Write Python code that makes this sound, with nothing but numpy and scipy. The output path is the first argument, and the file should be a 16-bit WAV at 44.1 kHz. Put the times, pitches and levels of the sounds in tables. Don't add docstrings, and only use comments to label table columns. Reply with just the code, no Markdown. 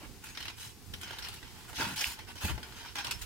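import sys
import numpy as np
from scipy import signal
from scipy.fft import rfft, irfft
from scipy.io import wavfile
from scipy.ndimage import uniform_filter1d

SR = 44100
rng = np.random.default_rng(int(sys.argv[2]) if len(sys.argv) > 2 else 0)


def magnitude_from_level(level_db):
    exponent = np.asarray(level_db, float) / 20
    return 10 ** exponent


def transcribe(u):
    v = np.clip(np.atleast_2d(u).T, -1, 1)
    q = np.round(v * 32767).astype(np.int16)
    wavfile.write(sys.argv[1], SR, q)


N = 143325


def evened(x):
    return x / np.sqrt(np.mean(x ** 2) + 1e-20)


def read(points, hz):
    f, value = np.transpose(points)
    return np.interp(np.log(hz + 1), np.log(f + 1), value)


def pan(left_right_db):
    return magnitude_from_level(left_right_db * np.array([[.5], [-.5]]))


def add(mix, start_s, sound):
    part = mix[..., max(round(start_s * SR), 0):][..., :sound.shape[-1]]
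    part += sound[..., :part.shape[-1]]


def wander(rate_hz, size):
    t = np.arange(size) / SR
    speeds = (.3, .47, .71, 1, 1.4, 2.1)
    return sum(np.sin(2 * np.pi * (rate_hz * k * t + rng.random())) for k in speeds) / np.sqrt(3)


def ports(x, lead_s):
    # pitch_hz, likeness (0 to 1)
    likeness = [(60, 0.43), (250, 0.9), (550, 1), (1200, 0.52), (4000, 0.18), (15000, 0.49)]
    # pitch_hz, left_right_db
    side_tilt = [(60, -2), (500, .6), (2000, -1.2), (12000, 1.8)]
    size = x.shape[1]
    hz = np.fft.rfftfreq(size, 1 / SR)
    first, second = rfft(x)
    same = np.clip(read(likeness, hz), -1, 1)
    delayed = np.exp(-2j * np.pi * lead_s * hz) * first
    right = same * delayed + np.sqrt(1 - same ** 2) * second
    side = magnitude_from_level(read(side_tilt, hz) / 2)
    return irfft(np.array([first * side, right / side]), size)


def bed(spectrum, db, swell_db, rate_hz, top_hz):
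    hz = np.fft.rfftfreq(N, 1 / SR)
    colour = magnitude_from_level(read(spectrum, hz)) * (hz < top_hz) * (hz > 15)
    noise = irfft(rfft(rng.standard_normal((2, N))) * colour, N)
    swell = np.array([wander(rate_hz, size=N) for _ in noise])
    return evened(noise) * magnitude_from_level(db + swell_db * swell)


def outdoor_air():
    # pitch_hz, level_db
    air_colour = [(120, -5.5), (200, -4), (424, -10), (612, -43), (683, -13), (1300, -17), (4270, -17),
                  (4680, -15.5), (16000, -25)]
    return ports(bed(air_colour, -55, swell_db=-1.4, rate_hz=1.677, top_hz=15800), lead_s=0)


def light_wind():
    # pitch_hz, level_db
    wind_colour = [(12, -51), (30, 3), (62, 11), (114, 9.5), (187, -8.5), (226, -8), (500, -6.5),
                   (650, -22), (1100, -120)]
    return bed(wind_colour, -56.5, swell_db=2.5, rate_hz=7.9, top_hz=630) * pan(-9.5)


def ring(shape, tilt_db, treble_db, grit):
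    # pitch_hz, level_db
    body_colour = [(180, -17.5), (300, -8.5), (489, -15.5), (1060, -4.5), (1280, -9.5), (1400, -2),
                   (1850, -4), (3260, -4.5), (5500, -7.5), (7000, -16.5), (9100, -44), (15400, -120)]
    # pitch_hz, level_db
    treble_colour = [(3530, -30), (6000, -7), (7040, -5), (11000, -7), (16000, -11)]
    # pitch_hz, level_db (over the body), fade_s (to -60 dB)
    spring_modes = [(909, 9.5, 0.051), (1385, 1.5, 0.037), (1580, 3, 0.13), (2375, 15, 0.26),
                    (2940, 9, 0.017), (3190, 8, 0.077), (4060, 9.5, 0.05), (4820, -17, 0.15),
                    (5190, 14, 0.14), (6250, 19, 0.091), (8260, 12, 0.051), (10240, 0, 0.13)]
    size = 16384
    hz = np.fft.rfftfreq(size, 1 / SR)

    grit_per_s = 6000
    specks = rng.standard_normal(size) * (rng.random(size) < grit_per_s / SR)
    specks *= np.sqrt(SR / grit_per_s)
    drive = (rng.standard_normal((2, size)) + grit * specks)[:, :len(shape)] * shape

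    detune, spread_db, ring_db = .05, 4, -6
    draw = rng.standard_normal((len(spring_modes), 2))
    f, db, fade_s = np.transpose(spring_modes)[:, :, None]
    f = f * (1 + detune * draw[:, :1])
    strength = magnitude_from_level(db + ring_db + spread_db * np.clip(draw[:, 1:], -3, .6))
    resonance = 1 / (1 + 1j * (hz - f) * np.pi * fade_s / np.log(1000) * 2)
    modes = 1 + (strength * resonance).sum(0)

    low = magnitude_from_level(read(body_colour, hz) + tilt_db * np.log2(hz / 2000 + 0.13)) * modes * (hz > 200)
    high = magnitude_from_level(read(treble_colour, hz)) * modes
    blend = np.clip((hz - 5500) / 1500, 0, 1)
    low, high = low * (1 - blend), high * blend
    colour = low / np.sqrt(np.mean(abs(low) ** 2))
    colour = colour + magnitude_from_level(treble_db) * high / np.sqrt(np.mean(abs(high) ** 2))

    rung = irfft(rfft(drive, size) * colour, size)
    heard = ports(rung, lead_s=.0001 * rng.standard_normal())
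    return heard[:, :len(shape) + 6000] / np.sqrt(1 + grit ** 2)


def scuffs():
    # start_s, length_s, level_db, tilt_db (per octave), treble_db
    rubs = [(0, 0.085, -51.5, -4.5, -12), (0.218, 0.14, -50.5, -0.3, -3.5), (0.34, 0.27, -49, 1.2, -13),
            (0.563, 0.17, -49, 2, -0.5), (0.999, 0.24, -47, -1, -14.5), (1.193, 0.16, -46, -0.2, -10.5),
            (1.31, 0.1, -49, 0.5, -7.5), (1.396, 0.18, -55, 0, -12), (1.527, 0.19, -56, -3, -7),
            (1.674, 0.064, -51, -5, -3), (1.741, 0.14, -40.5, 5.5, -11), (1.776, 0.11, -34.5, -3, -8),
            (1.853, 0.12, -41.5, -2.5, -5.5), (1.955, 0.14, -35, 3, -5), (2.035, .13, -42.5, 2, -2),
            (3.209, 0.044, -46, 1.5, -1), (2.269, 0.074, -47.5, -2, -9.5), (2.35, 0.088, -48, 4, -10),
            (2.403, 0.13, -39, -1, -3), (2.474, 0.057, -39.5, -4.5, -13), (2.549, 0.28, -55.5, -5, -31),
            (2.729, 0.49, -48.5, -0.5, -11.5), (2.949, 0.11, -42, 0.5, -13),
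            (3.036, 0.14, -43.5, -2.5, -13), (2.13, 0.16, -53, -2, -20), (2.505, 0.11, -52, -3, -9),
            (2.621, 0.14, -55, -2, -16), (3.119, 0.18, -56, -1.5, -3)]
    peak_at, flutter_db = 0.39, 1.5
    out = np.zeros((2, N))
    for start_s, length_s, db, tilt_db, treble_db in rubs:
        length = min(length_s, .23) * SR
        u = np.arange(round(length)) / length
        swell = np.sin(np.pi * u ** (np.log(.5) / np.log(peak_at)))
        flutter = magnitude_from_level(db + flutter_db * wander(45.1, size=len(u)))
        add(out, start_s, ring(swell * flutter, tilt_db, treble_db, grit=magnitude_from_level(-11.5)))
    return out


def mat():
    # start_s, level_db, pitch_hz, fade_s (to -60 dB), left_right_db
    pushes = [(.015, -58.5, 598, 0.07, 6), (0.031, -51.5, 308, 0.14, -1), (.09, -52.5, 252, 0.1, .1),
              (.29, -51.5, 100, .12, -3), (0.399, -53, 70.5, 0.14, -6), (1.209, -54, 64, 0.17, -18),
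              (.66, -50.5, 114, 0.14, 2), (.86, -56, 93, 0.63, -12), (0.919, -49.5, 87, 0.34, 4),
              (1.771, -51, 72.5, 0.57, 1), (1.795, -40, 265, 0.11, 1), (1.83, -35.5, 117, 0.064, -1),
              (1.86, -46, 205, 0.21, -2), (1.92, -47, 149.5, 0.17, 0), (2.065, -38.5, 72, 0.077, 2),
              (2.439, -25.5, 89.4, 0.069, -8), (2.446, -40, 189, 0.08, 5), (2.463, -45, 59, 0.2, 18),
              (2.497, -39, 86.6, 0.21, 12), (2.505, -37, 100, .07, -12), (2.534, -35.5, 69.6, 0.12, 13.5),
              (2.594, -49, 69.5, 0.062, -17), (2.59, -47.5, 252, 0.07, -1), (2.719, -62.5, 69.6, 1, -13),
              (3.14, -52, 71.4, 0.41, -18), (3.199, -54.5, 55.6, 0.34, -15)]
    rise_cycles, sag, puff_db, fade_bend = 0.85, 0.254, -2, 1.065
    out = np.zeros((2, N))
    t = np.arange(12000) / SR
    for start_s, db, hz, fade_s, left_right_db in pushes:
        rise = 1 - np.exp(-t * hz / rise_cycles)
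        shape = rise * magnitude_from_level(db - 60 * (t / fade_s) ** fade_bend)
        band = signal.butter(2, [hz / SR, 3 * hz / SR], "band")
        puff = evened(signal.lfilter(*band, rng.standard_normal((2, len(t)))))
        sagging_hz = hz * (1 - sag * np.minimum(t / fade_s, 1))
        push = np.sin(2 * np.pi * np.cumsum(sagging_hz) / SR)
        both = push + magnitude_from_level(puff_db) * ports(puff, lead_s=0)
        add(out, start_s, 2 * pan(left_right_db) * shape * both)
    return out


def ticks():
    # start_s, level_db (peak), tilt_db (per octave), treble_db
    hook_ticks = [(0.239, -38.5, -2, 4), (0.349, -34, 5, -12), (0.372, -25, 0.5, -15),
                  (0.403, -29, -1.5, -11), (0.425, -28, 2, -13), (0.453, -27.5, -0.5, -11.5),
                  (0.48, -26, 1.2, -14), (0.499, -30.5, -1, -14), (0.596, -42, -1, -13),
                  (0.936, -26.5, 1, -10), (1.012, -35.5, -1.5, 2), (1.031, -30, -0.5, -7),
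                  (1.079, -38, 0, -20), (1.106, -30, -4.5, -11), (1.13, -30, -2.5, -14),
                  (1.185, -28.5, 0.5, -6.5), (1.223, -28, 10, -14), (1.245, -27.5, 3, -11),
                  (1.284, -30, -2, -3), (1.339, -37, -3.5, -1), (1.427, -35, -1.5, -17),
                  (1.729, -33, -4.5, -10), (1.756, -33, 6, -3.5), (1.766, -32.5, 3, -10),
                  (1.901, -30.5, -6, -17), (1.96, -37.5, 8, 5), (2.189, -31.5, -2, -11),
                  (2.277, -45, 1, -10), (2.354, -34.5, -12, -8), (2.409, -33.5, 1, -13),
                  (2.577, -30, -4, -25), (2.629, -29.5, -1.5, -12), (2.722, -36.5, -2, -23),
                  (2.848, -34, -4, -14), (2.884, -32.5, 2, -19), (2.954, -25, 0.5, -8),
                  (2.965, -27, 1.5, -12), (2.984, -23, 0, -10), (3.045, -21.5, -0.2, -9),
                  (3.067, -25, 4.5, -9), (3.109, -19.5, 5, -4.5), (3.216, -37.5, 11, 6.5)]
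    rise_s, level_db, fade_s = 0.0019, -8.5, 0.069
    out = np.zeros((2, N))
    t = np.arange(6000) / SR
    for start_s, db, tilt_db, treble_db in hook_ticks:
        shape = np.minimum(t / rise_s, 1) * magnitude_from_level(db + level_db - 60 * t / fade_s)
        add(out, start_s, ring(shape, tilt_db, treble_db, grit=0.16))
    return out


def singing_springs():
    # start_s, length_s, pitch_hz, level_db
    songs = [(1.965, .07, 4670, -50), (1.975, .05, 5350, -49), (2.99, .1, 5400, -52),
             (3.11, .07, 5400, -50), (3.11, .06, 10140, -57), (2.75, .09, 6400, -60),
             (2.405, .025, 1450, -52), (2.41, .06, 6450, -56), (2.19, .04, 2200, -59), (.47, .1, 5250, -61),
             (1.03, .13, 2950, -60), (1.245, .04, 5300, -59), (2.85, .09, 5300, -60),
             (1.765, .04, 2950, -52), (.94, .07, 4050, -63), (2.495, .025, 1080, -50), (.48, .06, 960, -60),
             (2.275, .04, 5300, -60), (.6, .09, 6300, -64), (1.8, .04, 1420, -48)]
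    width_hz = 80
    out = np.zeros((2, N))
    for start_s, length_s, hz, db in songs:
        t = np.arange(0, length_s, 1 / SR)
        r = np.exp(-np.pi * width_hz / SR)
        resonance = [1, -2 * r * np.cos(2 * np.pi * hz / SR), r * r]
        fuzz = signal.lfilter([1], resonance, rng.standard_normal((2, 4000 + len(t))))
        tone = evened(ports(fuzz, lead_s=0)[:, 4000:])
        add(out, start_s, magnitude_from_level(db) * np.sin(np.pi * (t / length_s) ** .5) * tone)
    return out


def squeaks():
    # start_s, length_s, level_db, pitch_hz (slips per second)
    slips = [
        (2.962, .06, -46, 817),
        (2.008, .03, -47, 817),
    ]
    # multiple of the pitch, level_db
    overtones = [(1, 1), (2, 2.5), (3, -1)]
    out = np.zeros((2, N))
    for start_s, length_s, db, hz in slips:
        t = np.arange(0, length_s, 1 / SR)
        turns = np.cumsum(hz * (1 + .006 * wander(60, size=len(t)))) / SR
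        tone = sum(magnitude_from_level(g) * np.sin(2 * np.pi * k * turns) for k, g in overtones)
        add(out, start_s, magnitude_from_level(db) * np.sin(np.pi * t / length_s) * tone * np.ones((2, 1)))
    return out


def snap():
    snap_s, snap_hz, width_s = 2.0434, 2630, 0.00032
    out = np.zeros((2, N))
    t = np.arange(-200, 200) / SR
    burst = np.exp(-.5 * (t / width_s) ** 2) * np.cos(2 * np.pi * snap_hz * t)
    add(out, snap_s - 200 / SR, magnitude_from_level(-14) * pan(-4) * burst)
    return out


def patchy(x):
    z = signal.stft(x, nperseg=256, noverlap=192)[2]
    patches = uniform_filter1d(rng.standard_normal(z.shape[1:]), size=2, axis=0)
    patches = evened(uniform_filter1d(patches, size=16, axis=1))
    return signal.istft(z * magnitude_from_level(2.2 * patches), nperseg=256, noverlap=192)[1][:, :N]


def yard(x):
    echo_db, fade_s = -11, .2
    t = np.arange(8000) / SR
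    sparse = rng.standard_normal((2, 8000)) * (rng.random((2, 8000)) < .05)
    taps = sparse * magnitude_from_level(-60 * t / fade_s) * (t > .004)
    echoes = signal.fftconvolve(x, taps / np.linalg.norm(taps[0]), axes=1)[:, :N]
    return x + magnitude_from_level(echo_db) * echoes


def scene():
    background = outdoor_air() + light_wind()
    rubs_and_ticks = patchy(scuffs() + ticks())
    hooks = singing_springs() + squeaks() + snap()
    return background + yard(rubs_and_ticks + hooks) + mat()


def roll_off(x):
    return signal.sosfilt(signal.butter(12, 16000, fs=SR, output="sos"), x)


def record(dry):
    edge = signal.firwin(2047, 15930, window=("kaiser", 9), fs=SR)
    limited = signal.oaconvolve(dry, edge[None], "same")
    return roll_off(limited)


dry = scene()
out = record(dry)
transcribe(out)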